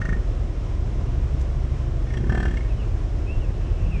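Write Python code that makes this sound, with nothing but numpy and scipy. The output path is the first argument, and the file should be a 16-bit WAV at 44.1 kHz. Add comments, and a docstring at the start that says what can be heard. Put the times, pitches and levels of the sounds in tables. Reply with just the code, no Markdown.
"""Bison on a hill road

Beside the microphone, on a road in open hills, a bison gives a short grunt and then a long one:
slow glottal pulses ring its throat and chest, and in the long grunt its mouth and nose too.
Others answer from up the road. One vehicle idles while a second engine creeps along with the herd.
A hoof scuffs the asphalt, a small bird whistles far off and a light wind bumps the microphone."""
import sys
import numpy as np
from scipy import signal
from scipy.fft import rfft, irfft, next_fast_len
from scipy.io import wavfile
from scipy.ndimage import map_coordinates

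SR = 44100
rng = np.random.default_rng(int(sys.argv[2]) if len(sys.argv) > 2 else 0)


def int16_out(signal):
    """Quantize to a 16-bit WAV file."""
    q = np.round(np.clip(np.atleast_2d(signal).T, -1, 1) * 32767)
    wavfile.write(sys.argv[1], SR, q.astype(np.int16))


N = 176400  # 4 seconds

# The course of each close grunt.
# Each row: time in seconds, glottal pulses per second, relative effort in dB, chest gain in dB.
SHORT_GRUNT = [(.0122, 26.6, 0, -7.5), (.125, 27, -2, -2.5), (.165, 23, -14.5, -5), (.19, 25, -20, -12)]
LONG_GRUNT = [(2.0645, 27.6, -14.5, -19), (2.137, 29.06, -2, -14), (2.171, 29.31, -1, -4.5),
              (2.21, 29.86, -14, -2.5), (2.268, 35.84, -13, -0.5), (2.295, 36.92, -1.5, 0.5),
              (2.453, 38.57, 0.5, -0.5), (2.485, 35.62, -4.5, -3.5), (2.541, 33.25, -4.5, -5),
              (2.572, 28.53, -1.5, -7.5), (2.609, 25.64, -18, -15), (2.66, 25.55, -22, -22)]
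# Airway resonances. Each row: nominal pitch in Hz, relative level in dB, seconds to fall 60 dB.
SHORT_THROAT_MODES = [(158, -25, .06), (1290, -32, .015), (1473, -27, 0.029), (1831, -24, 0.048),
                      (2173, -38, 0.05), (2660, -47, 0.037), (5560, -51, 0.033), (6240, -44, 0.022)]
LONG_THROAT_MODES = [(1790, -30.5, 0.042), (2773, -44.5, 0.048), (3238, -38, 0.033), (5640, -46, 0.035),
                     (7740, -55.5, 0.042)]
MOUTH_MODES = [(756, -31, 0.044), (1013, -36.5, 0.032), (1244, -40, 0.057), (1547, -35.5, 0.071),
               (1763, -33.5, 0.083)]
NOSE_MODES = [(2132, -32.5, 0.043)]
# How strongly mouth and nose ring in the long grunt. Each row: time in seconds, gain in dB.
MOUTH_GAIN = [(2.268, -16), (2.294, 0), (2.46, -1), (2.49, -10), (2.65, -19)]
NOSE_GAIN = [(2.07, -12), (2.14, 0), (2.22, -15), (2.35, -5), (2.54, -16), (2.57, 5), (2.65, -12)]


def near_bison():
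    """Two grunts close by; the long one swells in the chest, opens the mouth and ends in the nose."""
    short = grunt(SHORT_GRUNT, SHORT_THROAT_MODES, gain_db=3)
    cavities = [(MOUTH_MODES, MOUTH_GAIN), (NOSE_MODES, NOSE_GAIN)]
    long = grunt(LONG_GRUNT, LONG_THROAT_MODES, gain_db=4, cavities=cavities)
    return echoed(short + long, db=-11.5, t60=0.19)


# Chest resonances. Each row: nominal pitch in Hz, relative level in dB, seconds to fall 60 dB.
CHEST_MODES = [(126, -28, 0.1), (185.3, -26, 0.067), (231, -27.5, 0.055), (349, -28, 0.057)]
# Rasping breath at close range. Each row: frequency in Hz, relative level in dB.
RASP_SPECTRUM = [(300, 0), (1800, 4.5), (4600, -10.5), (7500, -13), (14000, -39.5)]


def grunt(gesture, throat, gain_db, cavities=()):
    """Slow glottal pulses ring throat, chest and any open cavities, each with a puff of rasping air."""
    pulse_hz, effort_db, chest_db = curves(gesture)
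    parts = [(throat, effort_db), (CHEST_MODES, chest_db)]
    parts += [(modes, curves(gain)[0]) for modes, gain in cavities]
    first, last = max(round(gesture[0][0] * SR), 0), round(gesture[-1][0] * SR)
    cycles = np.cumsum(pulse_hz[first:last]) / SR
    pulse_samples = first + np.searchsorted(cycles, np.arange(int(cycles[-1]) + 1))
    t = np.arange(SR // 8) / SR
    puff = decay(t, t60=0.066) * rise(t, seconds=0.0043)
    voice, puffs = np.zeros(N), np.zeros(N)
    for i in pulse_samples:
        tuning = 1 - 0.0022 * chest_db[i]  # resonances sharpen a little as the chest tone falls away
        add(voice, i / SR, sum(amp(db[i]) * airway_ring(modes, t, tuning) for modes, db in parts))
        add(puffs, i / SR, amp(effort_db[i]) * puff)
    rasp = amp(-39) * puffs * noise(RASP_SPECTRUM)
    return amp(gain_db) * (voice + rasp)


# How late a resonance speaks. Each row: frequency in Hz, delay in seconds.
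MODE_DELAY = [(1200, 0), (1800, 0.003), (3200, 0.00078)]
# How gently it starts. Each row: frequency in Hz, rise time constant in seconds.
MODE_RISE = [(1200, 0.00076), (1750, 0.0023), (3200, 0.0015)]


def airway_ring(modes, t, tuning):
    """Soft, wet resonances answer one glottal pulse; the upper ones speak later."""
    hz, db, t60 = np.transpose(modes)[:, :, None]
    level_scatter, pitch_scatter = rng.standard_normal((2, len(modes), 1))
    pitch_hz = hz * (tuning + 0.0074 * pitch_scatter)
    age = np.maximum(t - along(MODE_DELAY, hz), 0)
    # The lower resonances start flat and rise as the glottis shuts.
    flat_share, bend_s = 0.19 * (hz < 2200), 0.0023
    bent_age = age - flat_share * bend_s * rise(age, bend_s)
    phase_flutter = 0.07 * np.cumsum(rng.standard_normal(age.shape) * np.sqrt(hz / SR), 1)
    envelope = amp(db + 2 * level_scatter) * decay(age, t60) * rise(age, along(MODE_RISE, hz)) ** 2
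    return np.sum(envelope * np.sin(2 * np.pi * pitch_hz * bent_age + phase_flutter), 0)


# Grunts up the road. Each row: start in seconds, length in seconds, level in dB.
FAR_GRUNTS = [(3.27, 0.27, -44), (3.742, 0.33, -31.5)]
# Their tone at that distance. Each row: frequency in Hz, relative level in dB.
FAR_CHEST_SPECTRUM = [(60, -33), (110, 2), (150, 4.5), (190, 2), (260, -23), (1000, -70)]


def far_bison():
    """From farther up the road, only the pulsing chest tone carries to the microphone."""
    pulse_hz = 36.4 * (1 + 0.0249 * wobble(20))
    cycles = np.cumsum(pulse_hz) / SR
    pulses = np.diff(np.floor(cycles), prepend=0)
    return unit_rms(filtered(pulses, FAR_CHEST_SPECTRUM)) * swells(FAR_GRUNTS)


# The hum of the standing vehicle. Each row: multiple of the firing rate, level in dB.
IDLE_HARMONICS = [(1, -27.5), (2, -35)]


def idling_engine(firing_hz=36.76, whine_hz=353.2):
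    """The standing vehicle hums with its firing harmonics and a thin accessory whine."""
    hum = sum(amp(db) * unsteady_tone(multiple * firing_hz, waver_db=0.7, drift_radians=0.089)
              for multiple, db in IDLE_HARMONICS)
    return hum + amp(-51.5) * unsteady_tone(whine_hz, waver_db=2, drift_radians=0.21)


# The engine following the herd. Each row: time in seconds, cycles per second, gain in dB.
CREEP_SPEED = [(0, 9.84, 0.5), (.85, 10.17, -3), (1.2, 12.1, -2), (1.55, 12.93, -1.5), (2, 12.2, -0.5),
               (2.5, 11.25, 0.5), (3, 9.54, -0.5), (3.4, 8.9, -1.5), (4, 8.94, 1.5)]
# Its exhaust tones. Each row: multiple of the cycle rate, relative level in dB.
EXHAUST_ORDERS = [(4, -36), (5, -26.5), (6, -37), (7, -36.5), (9, -37), (10, -36), (11, -36), (12, -39.5)]
# What its muffler lets out. Each row: frequency in Hz, gain in dB.
MUFFLER_RESPONSE = [(47, -3), (59, 2), (85, -1.5), (138, 0), (155, -7.5)]


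def creeping_engine(scatter_radians=0.45):
    """The exhaust throbs once a cycle, all orders locked to the crank, as it speeds up and settles."""
    cycle_hz, gain_db = curves(CREEP_SPEED)
    cycle_phase = 2 * np.pi * np.cumsum(cycle_hz) / SR
    exhaust = np.zeros(N)
    for order, db in EXHAUST_ORDERS:
        level_db = db + gain_db + along(MUFFLER_RESPONSE, order * cycle_hz) + wobble(10)
        exhaust += amp(level_db) * np.sin(order * cycle_phase + scatter_radians * rng.standard_normal())
    return np.sqrt(2) * exhaust


# Far whistles. Each row: start and length in seconds, first, middle and last pitch in Hz, level in dB.
BIRD_NOTES = [(2.684, .06, 2850, 2560, 2280, -52), (2.76, 0.085, 2950, 2880, 2240, -50),
              (3.256, .1, 2425, 2676, 2730, -45), (3.394, 0.072, 3080, 2770, 2500, -50),
              (3.898, 0.098, 2860, 2490, 2260, -43)]
# More birds, blurred by distance. 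Each row: frequency in Hz, relative level in dB.
TWITTER_SPECTRUM = [(1700, -70.5), (2550, 2), (2900, -2), (4000, -71)]


def far_birds():
    """Slurred, slightly husky whistles echo among the pines, with a faint twitter near the end."""
    song = np.zeros(N)
    for start, length, first_hz, middle_hz, last_hz, db in BIRD_NOTES:
        progress = np.linspace(0, 1, round(length * SR))
        slur = np.polyfit([0, 0.5, 1], [first_hz, middle_hz, last_hz], 2)
        warble = 1 + 0.018 * wobble(300)[:len(progress)]
        hz = np.polyval(slur, progress) * warble
        add(song, start, amp(db) * np.sin(np.pi * progress) * np.sin(2 * np.pi * np.cumsum(hz) / SR))
    whistles = echoed(song, db=-2.5, t60=0.35)
    twitter = amp(-56) * swell(start=3.44, length=1) * noise(TWITTER_SPECTRUM)
    return whistles + twitter


# A hoof on the road. Each row: start in seconds, length in seconds, level in dB.
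SCUFFS = [(1.383, 0.056, -55)]
# The grit under it. Each row: frequency in Hz, relative level in dB.
GRIT_SPECTRUM = [(500, -13), (2000, -10), (7000, -4), (14000, -36)]


def hoof_scuff():
    """A hoof drags over the asphalt in one faint, grainy hiss."""
    grit = unit_rms(noise(GRIT_SPECTRUM) * amp(4 * wobble(370)))
    return grit * swells(SCUFFS)


# The steady rumble and rush at the roadside. Each row: frequency in Hz, relative level in dB.
RUMBLE_SPECTRUM = [(8, -19), (25, 1), (50, 7.5), (130, 0.5), (190, -12.5), (4000, -120)]
RUSH_SPECTRUM = [(100, -3.5), (320, 2), (490, -4), (700, -6.5), (860, -14), (1030, -11.5), (1400, -17),
                 (3200, -24), (4600, -31), (5300, -27), (7700, -35), (9900, -45), (12000, -58)]


def roadside_air():
    """A low rumble and the rush of fans, tyres and trees lie all around the microphone."""
    rumble = amp(-29 + 1.7 * wobble(4.2)) * noise(RUMBLE_SPECTRUM)
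    rush = amp(-38.5 + 0.42 * wobble(14)) * noise(RUSH_SPECTRUM)
    return rumble + rush


def wind_bump(centre_s=3.38, width_s=0.034, hz=27.02):
    """Light wind knocks once on the microphone, a brief, very low thump."""
    t = np.arange(N) / SR - centre_s
    return amp(-16) * np.exp(-(t / width_s) ** 2) * np.sin(2 * np.pi * hz * t)


def amp(db):
    return 10 ** (np.asarray(db) / 20)


def unit_rms(x):
    return x / np.sqrt(np.mean(x ** 2) + 1e-20)


def rise(t, seconds):
    return 1 - np.exp(-t / seconds)


def decay(t, t60):
    return np.exp(-np.log(1000) * t / t60)


def along(points, hz):
    """Interpolate (Hz, value) points on a log frequency axis."""
    frequencies, values = np.transpose(points)
    return np.interp(np.log(hz + 1), np.log(frequencies + 1), values)


def curves(rows):
    """One value per sample for each column after the time."""
    times, *columns = np.transpose(rows)
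    return [np.interp(np.arange(N) / SR, times, column) for column in columns]


def wobble(rate):
    """A smooth random curve, rate knots a second."""
    return map_coordinates(rng.standard_normal(int(N * rate / SR) + 4), [np.arange(N) * rate / SR])


def unsteady_tone(hz, waver_db, drift_radians):
    """A sine of rms near 1 whose level and phase wander."""
    phase = 2 * np.pi * (np.cumsum(np.full(N, hz)) / SR + rng.random()) + drift_radians * wobble(4.98)
    return np.sqrt(2) * amp(waver_db * wobble(6)) * np.sin(phase)


def filtered(x, spectrum):
    """x shaped by (Hz, dB) points."""
    size = next_fast_len(N + SR // 2)
    gain = amp(along(spectrum, np.fft.rfftfreq(size, 1 / SR)))
    return irfft(rfft(x, size) * gain, size)[:N]


def noise(spectrum):
    """Coloured noise of rms 1."""
    return unit_rms(filtered(rng.standard_normal(N), spectrum))


def swell(start, length):
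    """A rounded rise and fall, timed in seconds."""
    return np.sin(np.pi * np.clip((np.arange(N) / SR - start) / length, 0, 1))


def swells(rows):
    return sum(amp(db) * swell(start, length) for start, length, db in rows)


def add(track, start_s, sound):
    """Mix a sound into the track."""
    i = max(round(start_s * SR), 0)
    track[i:i + len(sound)] += sound[:max(N - i, 0)]


def echoed(x, db, t60):
    """x with a diffuse outdoor tail."""
    t = np.arange(SR // 2) / SR
    tail = rng.standard_normal(len(t)) * decay(t, t60)
    return x + amp(db) * signal.fftconvolve(x, tail / np.linalg.norm(tail))[:N]


def scene():
    """Everything as it reaches one microphone at the roadside."""
    herd = near_bison() + far_bison()
    engines = idling_engine() + creeping_engine()
    return (herd + engines + roadside_air() + wind_bump() + far_birds() + hoof_scuff())[None]


def record(dry):
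    """The microphone's treble falls away steeply above 11.5 kHz; both ends fade over 2 ms."""
    lowpass = signal.butter(12, 11500, fs=SR, output="sos")
    samples_from_edge = np.minimum(np.arange(N), np.arange(N)[::-1])
    return signal.sosfilt(lowpass, dry) * np.minimum(samples_from_edge / (0.002 * SR), 1)


dry = scene()
out = record(dry)
int16_out(out)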